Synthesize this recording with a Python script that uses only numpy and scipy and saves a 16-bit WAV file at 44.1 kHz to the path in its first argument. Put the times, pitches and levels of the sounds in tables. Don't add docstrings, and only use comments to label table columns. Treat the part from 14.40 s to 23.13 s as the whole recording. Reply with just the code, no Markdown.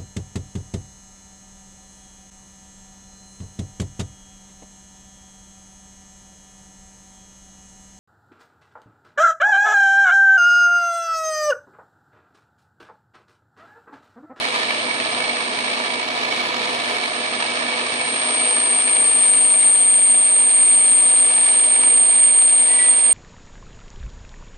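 import sys
import numpy as np
from scipy import signal
from scipy.fft import rfft, irfft, next_fast_len
from scipy.io import wavfile
from scipy.ndimage import uniform_filter1d

SR = 44100
rng = np.random.default_rng(int(sys.argv[2]) if len(sys.argv) > 2 else 0)


def generate_wav(signal):
    frames = np.transpose(np.atleast_2d(signal))
    scaled = np.clip(frames, -1, 1) * 32767
    pcm = np.round(scaled).astype(np.int16)
    wavfile.write(sys.argv[1], SR, pcm)


N = 384987
TIME = np.arange(N) / SR
SPINDLE_HZ = 13.6085
MACHINE_DB = -23
LEFT_LAG_S, LEFT_LEAD_RAD = .00033, 0.35


def undb(db):
    return 10 ** (np.asarray(db) / 20)


def curve(table):
    times, *columns = np.transpose(table)
    return [np.interp(TIME, times, column) for column in columns]


def over_hz(table, hz):
    table_hz, values = np.transpose(table)
    return np.interp(np.log(hz + 1), np.log(table_hz), values)


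def wander(rate):
    hold = int(SR / rate)
    steps = np.repeat(rng.standard_normal(N // hold + 1), hold)
    smooth = uniform_filter1d(uniform_filter1d(steps, hold), hold)[:N]
    return smooth / smooth.std()


def sides_db(pan_db):
    return np.vstack([pan_db, -pan_db]) / 2


# (pitch [Hz], level [dB], throb rate [Hz], time of a throb's top [s],
# throb depth [0-1], fade start [s])
DRONE_TONES = [(104.8, -60.5, .92, 1.8, 0.1, 5.3), (133.7, -60, .67, 3.42, 0.6, 5.0),
               (160, -66, .75, 3.7, .4, 4.7), (211.6, -52.5, 1.19, 2.94, .9, 3.0)]


def drone(waver_db=1.2, fade_db_per_s=22):
    tones = []
    for hz, db, throb_hz, top_s, depth, fade_s in DRONE_TONES:
        throb = 1 + depth * np.cos(2 * np.pi * throb_hz * (TIME - top_s))
        fade_db = fade_db_per_s * np.maximum(TIME - fade_s, 0)
        tones.append((hz, db + 20 * np.log10(throb) + waver_db * wander(5) - fade_db))
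    return tones


# (pitch [Hz], level [dB])
MOTOR_TONES = [(240, -49), (246.45, -43.5), (360, -55), (366.4, -53), (492.9, -44), (499, -52), (626, -46),
               (666.9, -51), (707.6, -46.5), (435.5, -53), (639.6, -50), (612.6, -52), (721.3, -50),
               (868, -51)]


def hum(waver_db=0.5, pan_db=-1.5):
    arrival = TIME - np.array([[LEFT_LAG_S], [0]])
    lead = np.array([[LEFT_LEAD_RAD], [0]])
    tones = [(hz, db - waver_db * wander(2.9)) for hz, db in MOTOR_TONES] + drone()
    out = sum(undb(db) * np.cos(2 * np.pi * hz * arrival + lead) for hz, db in tones)
    return np.sqrt(2) * out * undb(sides_db(pan_db))


# (place in the turn [0-1], strength [dB])
DRIVE_KNOCKS = [(.06, -11.5), (.17, -0.2), (.33, -13.5), (.435, -8), (0.56, -12), (0.71, -6.5), (0.84, -12),
                (.92, -5.5), (0.969, -6)]
# (time [s], strength [dB])
CHIP_SNAPS = [(0.1416, -19.5), (0.3047, -19), (0.8764, -14.5), (1.315, -12.5), (1.504, -20),
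              (1.6277, -14.5), (1.925, -12), (1.9405, -11.5), (2.003, -7), (2.0578, -13.5), (2.1424, -21),
              (2.2164, -14), (2.2894, -17), (2.3461, -20), (2.584, -17.5), (3.024, -16), (3.2959, -19.5),
              (3.465, -19.5), (4.4223, -14.5), (7.0873, -8)]
# (time [s], level [dB])
CUT_DEPTH = [(0, 1), (.7, -0.5), (1.4, -0.3), (2.1, 0.2), (2.8, -0.15), (3.5, 0), (4.2, 0.1), (5, 0.2),
             (5.6, -0.4), (6.1, -.5), (6.5, 0.7), (7, .8), (7.5, -0.1), (7.9, -.3), (8.1, -0.3), (8.3, 0.5),
             (8.73, 0.1)]


def cutting_force(knock_db=-18.5, scatter_db=6.5, snap_db=-4.5, fade_s=0.002, grit_db=1.5, swell_db=0.28):
    place, strength_db = np.transpose(DRIVE_KNOCKS)
    turns = np.arange(int(N / SR * SPINDLE_HZ) - 1)[:, None]
    knock_times = (turns + place) / SPINDLE_HZ
    uneven_db = scatter_db * (2 * rng.random(knock_times.shape) - 1)
    blows = np.zeros(N)
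    blows[(knock_times * SR).astype(int)] = undb(strength_db + knock_db + uneven_db)
    for time_s, db in CHIP_SNAPS:
        blows[int(time_s * SR)] += undb(db + snap_db)
    rise = int(.0012 * SR)
    rounded = uniform_filter1d(blows, rise) * np.sqrt(rise)
    fading = signal.lfilter([1], [1, -np.exp(-1 / (fade_s * SR))], rounded)
    tearing = undb(curve(CUT_DEPTH)[0] + grit_db * wander(400) + swell_db * wander(6))
    return tearing * (1 + fading)


# (frequency [Hz], level [dB])
NOISE_COLOUR = [(25, -48.5), (60, -31.5), (180, -19), (270, -6.5), (560, -11.5), (1000, -2.5),
                (1450, -10.5), (2100, -5), (2800, -8), (3600, -9), (4300, -10.5), (5000, -12.5),
                (5500, -17), (6000, -22.5), (6500, -19.5), (7600, -21.5), (9600, -23), (11500, -48.5)]
# (pitch [Hz], width [Hz], level [dB], left minus right [dB])
BODY_RINGS = [(447.5, 51, -5, -0.5), (502.6, 49, -5, 2), (633, 78, -3, 2), (713, 70, -1, 0.5),
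              (870, 25, -4.5, 1), (963, 59, 0.5, -3.5), (1164, 60, -1, -4), (1269, 74, -2.5, 0),
              (1486, 24, -9.5, -5.5), (1746, 194, 0.5, 1), (2232, 100, -2, 1), (2362, 150, -3, -4.5),
              (2594, 55, -10, 5.5), (2826, 52, -9, 6), (3060, 90, -3, -4.5), (3353, 157, -11.5, 8),
              (3790, 110, -5, -3), (3925, 96, -3.5, -4.5), (4060, 60, -14, 4), (4165, 61, -3.5, -2),
              (4277, 100, -3, -8), (4430, 95, -6, -8), (4730, 120, -14, 1), (5330, 130, -11, -10),
              (5810, 160, -14.5, -2.5), (6240, 160, -19, -2)]
# (frequency [Hz], left minus right [dB])
LEFT_SHADE = [(60, 4.5), (250, -3), (620, -0.5), (1050, -3), (1450, 0), (1800, -7), (2200, -4.5),
              (2600, 1.5), (3000, -2), (3400, 0), (4100, -0.5), (5000, -2.5), (5600, -6), (6300, -7.5),
              (7000, -10.5), (10500, -5.5)]
# (frequency [Hz], share [0-1])
SHARED_NOISE = [(60, 0.1), (250, 0.81), (400, 0.82), (560, 0.8), (750, 0.74), (950, 0.97), (1300, 0.58),
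                (1800, 0.65), (2300, 0.6), (2700, 0.21), (3200, 0.11), (3700, 0.01), (4600, 0.27),
                (5200, 0.32), (11000, 0)]


def machine_noise(force, rasp_from_hz=553.0, surge_db=0.74):
    size = next_fast_len(N + SR // 2) // 2 * 2
    hz = np.arange(size // 2 + 1) * SR / size
    power = undb(over_hz(NOISE_COLOUR, hz)) ** 2
    for centre_hz, width_hz, db, pan_db in BODY_RINGS:
        distance = (hz - centre_hz) * 2 / width_hz
        power = power + undb([[db + pan_db], [db]]) ** 2 / (1 + distance ** 2) ** 2
    noise = rng.standard_normal((6, N))
    rasp = rfft(noise[:3] * force / np.sqrt(np.mean(force ** 2)), size)
    rumble = rfft(noise[3:] * undb(surge_db * wander(4.095)), size)
    rasp_share = 1 / (1 + (rasp_from_hz / (hz + 1)) ** 4)
    direct, walls_left, walls_right = np.sqrt(rasp_share) * rasp + np.sqrt(1 - rasp_share) * rumble
    shared = over_hz(SHARED_NOISE, hz)
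    delay = np.exp(1j * (LEFT_LEAD_RAD - 2 * np.pi * hz * LEFT_LAG_S))
    shade = undb(over_hz(LEFT_SHADE, hz))
    left = (np.sqrt(shared) * direct * delay + np.sqrt(1 - shared) * walls_left) * shade
    right = np.sqrt(shared) * direct + np.sqrt(1 - shared) * walls_right
    body = [ringing_filter(np.sqrt(side)) for side in power]
    out = irfft(np.array([left, right]) * body, size)[:, :N]
    return out * undb(MACHINE_DB) / np.sqrt(np.mean(out ** 2))


def ringing_filter(gain):
    cepstrum = irfft(np.log(gain))
    cepstrum[1:len(gain) - 1] *= 2
    cepstrum[len(gain):] = 0
    return np.exp(rfft(cepstrum))


# (time of the top [s], half length [s], boost [dB])
WHINE_FLARES = [(0.093, 0.013, 1), (0.308, 0.04, 9.5), (0.506, 0.029, 8), (0.821, 0.044, 7), (0.9, 0.04, 8),
                (0.95, 0.014, 3.7), (1.017, 0.026, 6.2), (1.191, 0.032, 4.2), (1.32, 0.031, 6.1),
                (1.464, 0.017, 4.8), (1.559, 0.032, 6), (1.632, 0.019, 3.7), (1.846, 0.017, 13),
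                (1.923, 0.027, 8), (2.004, 0.027, 6), (2.219, 0.033, 8), (2.276, 0.022, 6),
                (2.585, 0.021, 6), (2.644, 0.033, 8), (3.104, 0.046, 5), (3.339, 0.056, 8),
                (3.469, 0.016, 2), (3.603, 0.04, 7), (3.689, 0.045, 6), (3.819, 0.026, 4.4),
                (3.886, 0.018, 5), (4.001, 0.036, 6), (4.495, 0.048, 8), (4.587, 0.04, 7),
                (4.944, 0.04, 3.5), (5.23, 0.017, 9), (5.605, 0.027, 2.5), (5.673, 0.024, 5.3),
                (5.731, 0.04, 1), (5.894, 0.017, 3), (5.977, 0.04, 5), (6.187, 0.04, 6), (6.274, 0.026, 7),
                (6.318, 0.039, 7), (6.415, 0.019, 7), (6.449, 0.017, 5), (6.554, 0.026, 3.8),
                (6.851, 0.025, 7), (6.907, 0.028, 8), (7.065, 0.017, 7), (7.09, 0.02, 9), (7.145, 0.034, 3),
                (7.364, 0.028, 6), (7.436, 0.027, 5), (7.51, 0.016, 8), (7.581, 0.04, 2), (7.73, 0.04, 3.6),
                (7.808, 0.029, 6), (8.173, 0.028, 5), (8.228, 0.044, 9), (8.394, 0.046, 5.7),
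                (8.54, 0.034, 7), (8.592, 0.059, 4.5)]


def flares_db():
    boost = np.zeros(N)
    for top_s, half_s, db in WHINE_FLARES:
        swell = db * np.hanning(int(2 * half_s * SR))
        start = int((top_s - half_s) * SR)
        span = slice(start, start + len(swell))
        boost[span] = np.maximum(boost[span], swell)
    return boost


# (pitch [Hz], pitch wander [Hz], level [dB])
HOLDER_TONES = [(2268, 13.02, -4), (2224, 22, -10), (2320, 40, -11)]
# (time [s], level above MACHINE_DB [dB])
WHINE_LEVEL = [(0, -9), (1.5, -9.5), (2.4, -10), (3.5, -9.5), (5, -9), (6.4, -9.5), (6.7, -12), (7.3, -9),
               (7.9, -9.5), (8.07, -13), (8.3, -8.5), (8.73, -11)]


def whine(force, stray_rad=0.61, left_lag_rad=1.5, pan_db=-3.0, sputter_db=2.0, throb_db=3.0):
    tones = 0
    for hz, wander_hz, db in HOLDER_TONES:
        phase = 2 * np.pi * np.cumsum(hz + wander_hz * wander(60)) / SR
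        shifts = np.array([stray_rad * wander(35) - left_lag_rad, stray_rad * wander(35)])
        tones = tones + undb(db + sputter_db * wander(110)) * np.sin(phase + shifts)
    kicks = uniform_filter1d(force / force.mean(), int(0.0076 * SR)) ** 0.47
    throb = np.cos(2 * np.pi * (4 * SPINDLE_HZ * TIME + 0.22))
    level_db = MACHINE_DB + curve(WHINE_LEVEL)[0] + flares_db() + throb_db * throb
    return np.sqrt(2) * tones * kicks * undb(level_db + sides_db(pan_db))


# (time [s], strength [dB], rise time [s])
BAR_TAPS = [(8.28, -32, .004), (8.302, -25, .003), (8.389, -17.5, 0.0016)]
# (pitch [Hz], level [dB], time to fade by 60 dB [s])
BAR_TONES = [(1964, -2.5, 0.44), (5238, -24, 0.38)]


def bar_clinks(pan_db=13.0):
    out = 0
    for time_s, tap_db, rise_s in BAR_TAPS:
        age = np.maximum(TIME - time_s, 0)
        rise = 1 - np.exp(-age / rise_s)
        for hz, tone_db, ring_s in BAR_TONES:
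            fade = undb(tap_db + tone_db - 60 * age / ring_s)
            out = out + rise * fade * np.sin(2 * np.pi * hz * age)
    return out * undb(sides_db(pan_db))


# (pitch offset [multiples of SPINDLE_HZ], level against the squeal [dB])
SIDE_TONES = [(-18, -44), (-16, -48), (-15, -47), (-13, -40), (-12, -42), (-11, -44), (-10, -39), (-9, -34),
              (-7, -45), (-6, -41), (-2, -28), (2, -29), (6, -42), (9, -33), (10, -46), (13, -39),
              (12, -43), (21, -47), (22, -44)]


def side_tones(phase, turn, blur_rad=0.25):
    return sum(undb(db) * np.sin(phase + offset * turn + 2 * np.pi * rng.random() + blur_rad * wander(32))
               for offset, db in SIDE_TONES)


# (time [s], phase swing left [rad], phase swing right [rad],
# level swing left [0-1], level swing right [0-1], head start of the level swing [rad])
SQUEAL_WOBBLE = [(.8, .22, .22, 0.26, 0.15, -0.18), (3.7, .38, .51, 0.15, 0.32, 0.15),
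                 (4.6, 0.42, 0.93, 0.18, 0.28, 0.49), (5.4, 0.33, 1, 0.02, 0.37, 1),
                 (6.4, 0.29, 0.93, 0.17, 0.1, 1.3), (7.4, 0.57, 0.61, 0.3, 0.15, 1.5),
                 (8.2, 0.48, 0.52, 0.02, 0.23, 1.4)]


def wobble(turn, off_centre_rad=(0.22, 0.2), off_centre_depth=0.067):
    swing_left, swing_right, depth_left, depth_right, lead = curve(SQUEAL_WOBBLE)
    swing, depth = np.array([swing_left, swing_right]), np.array([depth_left, depth_right])
    fast = 4 * turn + 2 * np.pi * 0.23
    slow = turn - 2 * np.pi * 0.23
    lopsided = 0.12 * swing ** 2
    bend = swing * np.cos(fast) + lopsided * np.sin(2 * fast) + np.outer(off_centre_rad, np.cos(slow))
    fast_throb = depth * np.cos(fast + lead) + lopsided * np.cos(2 * fast)
    slow_throb = off_centre_depth * (1 + 0.47 * wander(5.9)) * np.cos(slow)
    return bend, np.exp(fast_throb - slow_throb)


# (time [s], level above MACHINE_DB [dB], left minus right [dB])
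SQUEAL_LEVEL = [(0, -26, -2.3), (0.07, -19, -2.3), (0.22, -15.5, -2.4), (0.8, -12.5, -2.1),
                (1.4, -16.5, -2), (1.62, -18.5, -2), (1.7, -29, -2), (1.75, -20, -2), (1.82, -25, -2),
                (1.9, -20, -2.3), (2.0, -19.5, -2.3), (2.045, -29, -2.2), (2.09, -22, -2.1),
                (2.16, -33, -2), (2.23, -19, -1.8), (2.42, -16, -1.5), (2.62, -17, -1.2), (3.0, -10.5, -.4),
                (3.45, -10, .8), (4.0, 3, 1.6), (4.45, 8.5, 2.5), (5.0, 14.5, 3.5), (5.6, 15.5, 2),
                (6.05, 15.5, -0.3), (6.5, 15.5, 2), (7.0, 14, 1), (7.36, 14, -1), (7.43, 12.5, 0),
                (7.48, 15, -2), (7.56, 15, -1), (7.66, 14.5, -2), (7.71, 15.5, -1), (7.77, 14.5, -.7),
                (7.85, 16.5, -.7), (7.94, 15, -2), (7.99, 17, 1), (8.14, 17, 0), (8.25, 15, 2),
                (8.32, 16, 1.5), (8.42, 15, -1), (8.465, 13.5, -.5), (8.495, 17.5, -2), (8.53, 15, -1.5),
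                (8.73, 15.5, -4)]
# (time [s], pitch [Hz])
SQUEAL_GLIDE = [(0, 8664.5), (3, 8655.5), (4.5, 8650), (6, 8644), (8.73, 8635)]


def squeal(drift_rad=.1, left_lead_rad=0.34, sway_db=0.5, rough_db=0.24, grain_db=0.14):
    over_db, pan_db = curve(SQUEAL_LEVEL)
    turn = 2 * np.pi * SPINDLE_HZ * TIME
    phase = 2 * np.pi * np.cumsum(curve(SQUEAL_GLIDE)[0]) / SR + drift_rad * wander(10)
    faint_tones = side_tones(phase, turn)
    bend, throb = wobble(turn)
    tone = throb * np.sin(phase + bend + np.array([[left_lead_rad], [0]]))
    pan_db = pan_db + sway_db * np.clip(over_db / 20, 0, 1) * wander(11)
    flutter_db = 0.8 + 0.8 * np.clip(-over_db / 20, 0, 1)
    shake_db = flutter_db * wander(16) + rough_db * wander(460) + grain_db * wander(1100)
    level_db = MACHINE_DB + over_db + shake_db + sides_db(pan_db)
    return np.sqrt(2) * undb(level_db) * (tone + faint_tones)


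# (time [s], bass boost [dB], treble boost [dB])
BASS_AND_TREBLE = [(0, 1, 6), (1.5, -0.5, 4.5), (2.5, -1, 7), (3.1, -3, 0), (3.8, -1, 6), (4.0, -2, -9),
                   (5.2, 1, -11), (5.6, -2, -12.5), (6.3, 4, -14.5), (7.4, 2.5, -13), (8.1, -3.5, -13),
                   (8.73, -2, -12)]


def vary_bass_and_treble(mix, bass_hz=130, treble_hz=9800, swell_db=2.5, flicker_db=2.5):
    bass_db, treble_db = curve(BASS_AND_TREBLE)
    size = next_fast_len(N)
    spectrum, hz = rfft(mix, size), np.fft.rfftfreq(size, 1 / SR)
    bass = irfft(spectrum / (1 + (hz / bass_hz) ** 4), size)[:, :N]
    treble = irfft(spectrum / (1 + (treble_hz / (hz + 1)) ** 60), size)[:, :N]
    bass_gain = undb(bass_db + swell_db * wander(6))
    treble_gain = undb(treble_db + flicker_db * wander(25))
    return mix + bass * (bass_gain - 1) + treble * (treble_gain - 1)


def scene():
    force = cutting_force()
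    mix = machine_noise(force) + whine(force) + hum() + bar_clinks() + squeal()
    return vary_bass_and_treble(mix)


def record(dry, threshold_db=-18.5, ratio=2.025, follow_s=0.08, top_hz=11800):
    memory = np.exp(-1 / (follow_s * SR))
    power = np.mean(dry ** 2, axis=0)
    heard_db = 10 * np.log10(signal.lfilter([1 - memory], [1, -memory], power) + 1e-9)
    cut_db = np.maximum(heard_db - threshold_db, 0) * (1 - 1 / ratio)
    low_pass = signal.ellip(8, .2, 70, top_hz, fs=SR, output="sos")
    return signal.sosfilt(low_pass, dry * undb(-cut_db))


dry = scene()
out = record(dry)
generate_wav(out)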